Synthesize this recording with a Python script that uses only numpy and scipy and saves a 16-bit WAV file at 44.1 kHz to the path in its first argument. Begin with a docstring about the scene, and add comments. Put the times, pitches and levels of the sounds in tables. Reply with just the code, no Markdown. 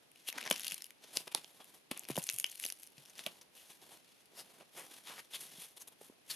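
"""A strip of stiffened fabric, close up: a hand crumples it twice, lets it spring open and smooths it
flat on a desk. Creases buckle with sharp snaps and fine crackle, whole panels flip with soft low pops,
and skin and cloth rub in strokes and short swishes as the threads catch and slip.
Behind it are a slap off the desk top, the faint tail of a small room and quiet room tone."""
import sys
import numpy as np
from scipy import signal
from scipy.fft import rfft, irfft, next_fast_len
from scipy.io import wavfile

SR = 44100
rng = np.random.default_rng(int(sys.argv[2]) if len(sys.argv) > 2 else 0)


def unload_wav(signal):
    """Save mono or channel-first audio to the path in sys.argv[1] as 16-bit WAV at rate SR, clipped to [-1, 1]."""
    wavfile.write(
        sys.argv[1],
        SR,
        np.round(np.clip(np.atleast_2d(signal).T, -1, 1) * 32767).astype(np.int16),
    )


N = 280035
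TIME = np.arange(N) / SR


def from_db(db):
    """Decibels to gain."""
    return 10 ** (np.asarray(db) / 20)


def rms_one(x):
    """Scale to unit rms."""
    return x / np.sqrt(np.mean(x ** 2) + 1e-20)


def coloured(x, points):
    """Minimum-phase EQ along a (freq_hz, gain_db) curve, so nothing sounds ahead of an attack."""
    size = next_fast_len(2 * x.shape[-1])
    hz, db = np.transpose(points)
    bin_hz = np.fft.rfftfreq(size, 1 / SR)
    log_gain = np.log(from_db(np.interp(np.log(bin_hz + 1), np.log(hz), db)))
    cepstrum = irfft(log_gain, size) * (1 + np.sign(np.fft.fftfreq(size)))
    return irfft(rfft(x, size) * np.exp(rfft(cepstrum)), size)[..., :x.shape[-1]]


def registers(x, body_edge_hz=1400, sheen_edge_hz=7000):
    """Split into the body of the panel, the crisp mids and the sheen of the fibres."""
    bands = [(body_edge_hz, "low"), ([body_edge_hz, sheen_edge_hz], "band"), (sheen_edge_hz, "high")]
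    return [signal.sosfilt(signal.butter(4, edge, kind, fs=SR, output="sos"), x + 1e-18)
            for edge, kind in bands]


def resonance(x, hz, width_hz):
    """Two-pole resonance with unit gain at its peak."""
    r = np.exp(-np.pi * width_hz / SR)
    poles = [1, -2 * r * np.cos(2 * np.pi * hz / SR), r * r]
    return signal.lfilter(np.array([1, 0, -1]) * (1 - r * r) / 2, poles, x + 1e-18)


def drift(rate_hz):
    """Random wander at unit rms, through rate_hz new values a second."""
    return rms_one(np.interp(TIME * rate_hz, np.arange(N), rng.standard_normal(N)))


def panned(x, pan_db):
    """Mono to stereo by a level difference; positive is left."""
    return np.array([x * from_db(pan_db / 2), x * from_db(-pan_db / 2)])


def add(out, start_s, sound):
    """Mix in a one-shot."""
    at = int(np.clip(round(start_s * SR), 0, N - 1))
    out[..., at:at + sound.shape[-1]] += sound[..., :N - at]


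# Colour of the room tone: freq_hz, gain_db
ROOM_TONE_EQ = [(25, 0), (50, -8), (90, -7), (160, -3.5), (300, -1.5), (600, -4.5), (1300, -11), (2700, -8),
                (5000, -13.5), (8000, -20.5), (10700, -13), (13000, -22), (16000, -49)]
def room_tone(level_db, side_db):
    """The air of a quiet room: a faint, wide, steady bed."""
    mid, side = coloured(rng.standard_normal((2, N)), ROOM_TONE_EQ)
    return from_db(level_db) * rms_one(mid + from_db(side_db) * side * [[1], [-1]])


# What the walls send back: freq_hz, gain_db
WALL_EQ = [(100, -17), (400, -19.5), (1200, -9), (3000, -12), (6000, -17), (11000, -13.5), (16000, -17)]
def room_tail(x, t60_s, first_echo_s, side_db):
    """The walls return a diffuse tail that opens up at the first echo and dies away."""
    t = TIME[:SR // 2]
    build_up = np.clip((t - first_echo_s) / 0.006 + 1, .15, 1)
    mid, side = rng.standard_normal((2, len(t))) * from_db(-60 * t / t60_s) * build_up
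    tails = mid + from_db(side_db) * side * [[1], [-1]]
    tails = coloured(rms_one(tails) / np.sqrt(len(t)), WALL_EQ)
    return signal.fftconvolve(x.mean(axis=0)[None], tails, axes=1)[:, :N]


def desk_slap(x, echo_db, lags_s):
    """The desk top throws the sound back, a little later on one side than on the other."""
    delayed = [np.interp(TIME - lag, TIME, side, left=0) for side, lag in zip(x, lags_s)]
    return from_db(echo_db) * np.array(delayed)


# Stereo position across the cloth's spectrum: freq_hz, pan_db
CLOTH_PAN = [(150, -3), (600, -5), (1100, -6.5), (2000, 4.5), (4000, 1.6), (12000, 0.9)]
def placed(x):
    """The broad panels lie to the right of the creasing fingers, so the lows lean that way."""
    hz, pan_db = np.transpose(CLOTH_PAN)
    return np.array([coloured(side, np.column_stack([hz, sign * pan_db / 2]))
                     for side, sign in zip(x, (1, -1))])


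# The hand closes on the cloth: start_s, end_s, creases_per_s
SQUEEZES = [(.41, 0.825, 123), (2.06, 2.87, 127), (3.05, 3.2, 20)]
def crease_rate(ease_s=.05, idle_per_s=1.2):
    """Small creases per second: many during a squeeze, easing in and out, hardly any otherwise."""
    return idle_per_s + sum(per_s * np.exp(-np.abs(TIME - np.clip(TIME, start, end)) / ease_s)
                            for start, end, per_s in SQUEEZES)


# Colour of rubbing cloth: freq_hz, gain_db
FRICTION_EQ = [(59, -49.5), (100, -14), (138, 2), (358, 2.5), (415, 2), (705, 0), (836, -1), (1420, -8),
               (3400, -1), (4670, -5), (5900, -7), (7940, -9), (9820, -1), (12400, -3), (16000, -36)]
def friction(grain_db, grain_hz, catch_db, catch_hz, bent_catch_db):
    """Threads catch and slip: a fine grain that comes in clumps, the more so while the cloth is bent."""
    per_s = crease_rate()
    clump_db = catch_db + bent_catch_db * per_s / per_s.max()
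    grip_db = grain_db * drift(grain_hz) + clump_db * np.clip(drift(catch_hz), -2, 2)
    return coloured(rng.standard_normal(N) * from_db(grip_db), FRICTION_EQ)


# Finger strokes, body and sheen relative to the mids: start_s, end_s, level_db, body_db, sheen_db
STROKES = [(0.165, .25, -67.5, -29, -2.5), (0.36, 0.504, -56.5, -5.5, -9), (0.545, .74, -54.5, -14, -3),
           (0.756, .845, -65, -28, -0.5), (1.038, 1.105, -59.5, -8, -5), (1.139, 1.207, -55.5, -6.5, 2),
           (1.355, 1.38, -56, -8.5, -3), (1.4, 1.762, -69, -3.5, 2), (1.935, 2.037, -65.5, 0.5, -5),
           (2.17, 2.394, -62, -10, 7.5), (2.495, 2.595, -65, -31, 0), (2.612, 2.655, -55, -17, 4),
           (2.799, 2.836, -70, -22, 7), (2.972, 3.37, -66, -6, -0.5), (3.176, 3.207, -57, -11, -4),
           (3.278, 3.275, -58, 0, -6), (3.553, 3.742, -65, -10.5, 2), (3.826, 3.969, -63.5, -3, -0.5),
           (4.04, 4.213, -71, -26, -2.5), (4.33, 4.618, -68, -1, -1), (4.747, 4.882, -62.5, -3, 1.5),
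           (4.916, 4.975, -58, -6.5, 0), (5.052, 5.197, -57.5, -11.5, -0.5), (5.32, 5.563, -58.5, -8, 0),
           (5.412, 5.414, -52.5, -7, 6.5), (5.603, 5.633, -52.5, -9.5, 4.5), (6.016, 6.047, -65, -2, 5.5),
           (6.31, 6.352, -51.5, -12.5, 2)]
def rub_envelopes(attack_db_per_s=512, release_db_per_s=215, resting_db=-79,
                  tail_db=-36, tail_db_per_s=202):
    """Body, mid and sheen in dB: strokes swell and fade; a short, soft noise tail follows each pop."""
    t = TIME[::64, None]
    start, end, db, body_db, sheen_db = np.transpose(STROKES)
    stroke_db = db - attack_db_per_s * np.maximum(start - t, 0)
    stroke_db -= release_db_per_s * np.maximum(t - end, 0)
    pop_s, pop_db = np.transpose(PANEL_POPS)[:2]
    pop_tails = from_db(pop_db + tail_db - tail_db_per_s * np.abs(t - pop_s)) * (t > pop_s)
    envelopes = []
    for stroke_tint_db, tail_tint_db in [(body_db, -7), (0, 0), (sheen_db, -4)]:
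        power = np.sum(from_db(stroke_db + stroke_tint_db) ** 2, 1) + from_db(resting_db) ** 2
        power += np.sum((pop_tails * from_db(tail_tint_db)) ** 2, 1)
        envelopes.append(np.interp(TIME, t[:, 0], 10 * np.log10(power)))
    return envelopes


# Resonances of the strip: pitch_hz
STRIP_MODES = [760, 1600, 2600, 3350, 4300, 5250, 6100]
def sliding(gain_db, ring_db, ring_width_hz, wander_db, wander_hz, pans_db):
    """Fingers rub along the cloth; the strip's resonances come and go as the grip moves."""
    threads = friction(grain_db=2.0, grain_hz=1500, catch_db=2.5, catch_hz=150, bent_catch_db=0.5)
    rings = sum(from_db(ring_db + wander_db * drift(wander_hz)) * resonance(threads, hz, ring_width_hz)
                for hz in STRIP_MODES)
    bands = zip(registers(threads + rings), rub_envelopes(), pans_db)
    return sum(panned(from_db(gain_db + db) * rms_one(band), pan_db) for band, db, pan_db in bands)


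def facet(body, crisp, sheen, hz, width_hz, broad_db, body_db, sheen_db):
    """One patch of cloth rings over the crisp mids; body and sheen are set relative to those mids."""
    ring = rms_one(resonance(body + crisp, hz, width_hz))
    mids = rms_one(ring + from_db(broad_db) * rms_one(crisp))
    return from_db(body_db) * rms_one(body) + mids + from_db(sheen_db) * rms_one(sheen)


# A quick brush has less low end than steady rubbing: freq_hz, gain_db
BRUSH_EQ = [(150, -9), (450, -2.5), (950, 1.5), (1800, 2), (12000, -2)]
# Brushes on cloth or skin: peak_s, rise_s, fall_s, level_db, ring_hz, body_db, sheen_db
SWISHES = [(0.286, 0.01, 0.011, -42.5, 2800, -26, 0.5), (0.362, 0.018, 0.014, -56, 1000, -5, -21),
           (0.382, 0.0025, 0.004, -38, 1550, -11.5, -9), (0.47, 0.023, 0.012, -47.5, 1890, -6, -24),
           (0.511, 0.003, 0.0033, -35, 3030, -17, 3.5), (1.17, 0.01, 0.0047, -44.5, 5000, -7.5, 2.5),
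           (1.276, 0.003, 0.005, -50, 2640, 1.5, -2), (1.325, 0.0066, 0.0025, -51, 2780, -7.5, -2),
           (1.35, 0.0018, 0.0072, -46, 4130, 2.5, -4), (1.604, 0.0035, 0.015, -58, 3370, 1.5, -10),
           (1.746, 0.0063, 0.01, -68, 3300, 3.5, 5.5), (1.913, 0.0015, 0.0072, -42.5, 2900, -2, -4),
           (1.972, 0.0071, 0.0089, -50.5, 2540, -9, -16), (2.106, 0.014, 0.01, -50, 2400, -4, 3.5),
           (2.159, 0.0021, 0.0025, -45, 3200, -4, 5), (3.265, 0.002, 0.0051, -41, 2390, -5, -4.5),
           (3.414, 0.0018, 0.0066, -54, 5900, -9, -5.5), (3.58, 0.016, 0.039, -63.5, 2900, -24, 0),
           (3.703, 0.0045, 0.0065, -55.5, 2900, -5, 0), (3.925, 0.013, 0.015, -60.5, 3080, -0.5, 2.5),
           (4.401, 0.024, 0.014, -52, 4970, -7.5, 0.5), (4.606, 0.0046, 0.016, -62, 2400, 4, -7),
           (4.777, 0.0084, 0.038, -53.5, 1990, -1, 1), (5.087, 0.014, 0.0059, -49.5, 3160, -12, -10),
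           (5.112, 0.026, 0.024, -52.5, 1050, -12, -17), (5.2, 0.021, 0.0035, -50.5, 1710, -8.5, -5.5),
           (5.355, 0.014, 0.0097, -42.5, 3470, -17, -3.5), (5.776, 0.0066, 0.0058, -57, 3430, -5, 5),
           (5.819, 0.011, 0.0067, -54.5, 6450, -10, 5.5), (5.88, 0.0041, 0.006, -57.5, 3600, -3.5, 8),
           (5.924, 0.0026, 0.0087, -66.5, 3200, 0, 3.5), (6.306, 0.0051, 0.013, -40, 4500, -23, -2)]
def swishes(gain_db, ring_width_hz, broad_db, pan_db):
    """Each quick brush swells and fades on one patch of the cloth."""
    threads = friction(grain_db=2.5, grain_hz=1700, catch_db=0.35, catch_hz=500, bent_catch_db=4.0)
    bands = np.array(registers(coloured(threads, BRUSH_EQ)))
    out = np.zeros(N)
    for peak_s, rise_s, fall_s, db, hz, body_db, sheen_db in SWISHES:
        near = slice(*np.searchsorted(TIME, [peak_s - 3 * rise_s, peak_s + 3 * fall_s]))
        t = TIME[near] - peak_s
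        swell = np.exp(-.5 * (t / np.where(t < 0, rise_s, fall_s)) ** 2)
        patch = facet(*bands[:, near], hz, ring_width_hz, broad_db, body_db, sheen_db)
        out[near] += from_db(gain_db + db) * swell * patch
    return panned(out, pan_db)


# Panels that flip or are tapped: start_s, level_db, pitch_hz, t60_s
PANEL_POPS = [(0.362, -50, 263, 0.14), (0.5111, -11, 546, 0.0085), (0.516, -35, 383, 0.02),
              (0.725, -54, 195, 0.074), (1.045, -52, 440, 0.027), (1.1707, -39.5, 169, 0.019),
              (1.276, -43, 466, 0.017), (1.349, -20.5, 850, 0.0059), (1.9138, -25.5, 246, 0.02),
              (2.1015, -22.5, 290, 0.014), (2.104, -40.5, 139, 0.1), (2.177, -19.5, 558, 0.013),
              (2.1801, -28.5, 166, 0.036), (2.335, -54, 117, 0.13), (2.98, -54.5, 139, 0.12),
              (3.2662, -33, 643, 0.023), (3.267, -42.5, 188, 0.035), (4.334, -46.5, 330, 0.011),
              (5.583, -49, 173, 0.048), (6.013, -39.5, 440, 0.018), (6.098, -42, 257, 0.016),
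              (6.124, -50, 400, 0.01)]
def pops(attack_s, knock_db, knock_width_ratio, pan_db):
    """A panel flips and swings, damped by the hand; its neighbours answer with a dull knock."""
    out, t = np.zeros(N), TIME[:SR // 5]
    shakes = rng.standard_normal((len(PANEL_POPS), len(t)))
    for (start_s, db, hz, t60_s), shake in zip(PANEL_POPS, shakes):
        width_hz = knock_width_ratio * hz
        knock = rms_one(resonance(resonance(shake, hz, width_hz), hz, width_hz))
        swing = np.sin(2 * np.pi * hz * t) + from_db(knock_db) * knock
        motion = from_db(db - 60 * t / t60_s) * (1 - np.exp(-t / attack_s)) * swing
        add(out, start_s, np.gradient(motion) * SR / (2 * np.pi * hz))   # pressure follows its slope
    return panned(out, pan_db)


# Colour of the crumpled sheet: freq_hz, gain_db
SHEET_EQ = [(100, -39), (200, -2.5), (600, -4.5), (1200, -12.5), (2000, -5.5), (2700, -2), (4000, -6),
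            (5300, -4.5), (7800, -7), (10400, 4.5), (12500, -2), (14000, -13), (16000, -32)]
def buckle(creases, slip_s, flutter_s, flutter_db, ring_width_hz, broad_db, gain_db):
    """Each crease gives way in a split-second click; the facet around it rings and flutters out."""
    out, t = np.zeros((2, N)), TIME[:512]
    click = (1 - np.exp(-2 * t / slip_s)) * np.exp(-t / slip_s)
    flutter = from_db(flutter_db) * np.exp(-t / flutter_s)
    slips = coloured(rng.standard_normal((len(creases), len(t))) * (click + flutter), SHEET_EQ)
    to_2_ms = np.sqrt(.002 * SR / len(t))   # levels count the energy as if packed into 2 ms
    for (start_s, db, hz, body_db, sheen_db, pan_db), *bands in zip(creases, *registers(slips)):
        snap = facet(*bands, hz, ring_width_hz, broad_db, body_db, sheen_db)
        add(out, start_s, panned(from_db(db + gain_db) * to_2_ms * snap, pan_db))
    return out


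def crackle(above_rub_db, spread_db, max_boost_db, body_db, sheen_spread_db, pan_db):
    """Small creases give way at random as the cloth bends, riding the level and sheen of the rubbing."""
    _, mid_db, sheen_db = rub_envelopes()
    at = np.flatnonzero(rng.random(N) < crease_rate() / SR)
    size, pitch, tint, place = rng.random((len(at), 4)).T
    db = mid_db[at] + above_rub_db + np.minimum(-spread_db * np.log(1 - size), max_boost_db)
    ring_hz = 2300 * 3 ** pitch
    tint_db = (sheen_db - mid_db)[at] + sheen_spread_db * (2 * tint - 1)
    pans_db = pan_db + 2 * (2 * place - 1)
    creases = np.column_stack([at / SR, db, ring_hz, np.full(len(at), body_db), tint_db, pans_db])
    return buckle(creases, slip_s=0.0002, flutter_s=0.0032, flutter_db=-22.5,
                  ring_width_hz=530, broad_db=-5, gain_db=-1.25)


# The big creases: start_s, level_db, ring_hz, body_db, sheen_db, pan_db
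BIG_CREASES = [(0.1164, -64.5, 2390, -21, 9, 2.5), (0.159, -56.5, 2480, -19, -4, 2),
               (0.2872, -35, 4300, -11, -1.5, 1.5), (0.3266, -40, 2400, -21, -6, 1),
               (0.412, -39, 2380, -25, -7, 2), (0.428, -39.5, 2480, -13, -18, 1),
               (0.4758, -36, 2110, -19, -24, 3), (0.5008, -39, 5300, -32, 5, 3),
               (0.5118, -22.5, 3060, -6, -6, 1), (0.5574, -42, 4570, -26, -22, 4),
               (0.6459, -37, 3100, -37, -5, 4), (0.6675, -36.5, 2670, -33, -1, -3),
               (0.6806, -35, 4200, -38, 1, 4.5), (0.7103, -42, 2800, -17.5, -11, 4),
               (0.7202, -35, 2840, -20, -1, 2.5), (0.7432, -43, 5160, -33, 8.5, 4),
               (0.8211, -41, 5100, -38, -2, 2), (0.843, -46, 2990, -38, 4, 2),
               (0.8658, -59, 2700, -33, 10, 1), (0.9061, -49.5, 2430, -33, -2, 2),
               (1.171, -24.5, 4800, -17.5, -8, 1.5), (1.2783, -42, 2560, -14, -17, 2),
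               (1.3484, -26, 3600, -26, 0, -7), (1.4449, -45, 3260, -12.5, -20, -8),
               (1.9136, -35, 3070, -9.5, -1, 0), (1.9752, -52.5, 2480, -21, 14, 1),
               (1.9941, -60, 6000, -22, 23.5, 2), (2.0521, -49, 2500, -11, -16, 1),
               (2.0871, -44.5, 2920, -4, 4.5, 1), (2.1576, -41, 3000, -8, -13, 2),
               (2.1667, -36.5, 3400, -5, 0, 3), (2.1864, -51, 3700, 7.5, 17.5, 2),
               (2.2398, -42, 6900, -30, 6.5, 1), (2.2901, -26.5, 6730, -25, -23, 1.5),
               (2.2987, -33, 2640, -22, 1.5, 1.5), (2.3856, -39.5, 6700, -34, 8.5, 6),
               (2.3993, -36.5, 6700, -38, 9, -1.5), (2.4428, -23, 3180, -26, -17, 1),
               (2.4646, -42.5, 6160, -37, -2, -1), (2.4977, -47.5, 6540, -23, 0, 1),
               (2.5986, -43, 3960, -31, 4, 2), (2.6393, -33.5, 2500, -36, -15, 1),
               (2.652, -33.5, 6500, -12.5, -1, 1), (2.663, -39, 4800, -15, 5.5, -4),
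               (2.7016, -36.5, 5360, -37, -2, -2.5), (2.7233, -41.5, 6200, -15, 5.5, 1.5),
               (2.8329, -52.5, 3430, -26, 8, 3), (2.8734, -56.5, 5200, -29, 7, -2),
               (3.1925, -39, 3500, -13, -9.5, 2), (3.2639, -30.5, 3000, -20, -9, -7.5),
               (5.0967, -54, 2960, -12, -2, 13)]
def snaps():
    """Big creases buckle one by one: the sharp accents of the crumple."""
    return buckle(BIG_CREASES, slip_s=0.00024, flutter_s=0.002, flutter_db=-20.5,
                  ring_width_hz=570, broad_db=0.0, gain_db=-1.3)


def scene():
    """The cloth up front, with desk slap, room tail and room tone behind it."""
    cloth = snaps()
    cloth += crackle(above_rub_db=5.0, spread_db=4.5, max_boost_db=8, body_db=-23,
                     sheen_spread_db=7.5, pan_db=1.5)
    cloth += sliding(gain_db=-2.0, ring_db=-11, ring_width_hz=400, wander_db=4, wander_hz=8.4,
                     pans_db=(-1.5, 0.1, -0.3))
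    cloth += swishes(gain_db=-1.05, ring_width_hz=690, broad_db=-0.5, pan_db=0.9)
    cloth += pops(attack_s=0.0009, knock_db=-13.0, knock_width_ratio=0.86, pan_db=2.5)
    cloth = placed(cloth)
    slap = desk_slap(cloth, echo_db=-24.5, lags_s=(0.0014, 0.0021))
    tail = room_tail(cloth, t60_s=0.14, first_echo_s=0.012, side_db=-1)
    return cloth + slap + tail + room_tone(level_db=-68, side_db=1)


def record(dry):
    """The microphone sheds the deep bass; a steep high cut takes off the very top."""
    low_cut_hz, high_cut_hz = 85, 16200
    thin = signal.sosfilt(signal.butter(2, low_cut_hz, "high", fs=SR, output="sos"), dry)
    return signal.sosfilt(signal.ellip(10, .1, 80, high_cut_hz, fs=SR, output="sos"), thin)


dry = scene()
out = record(dry)
unload_wav(out)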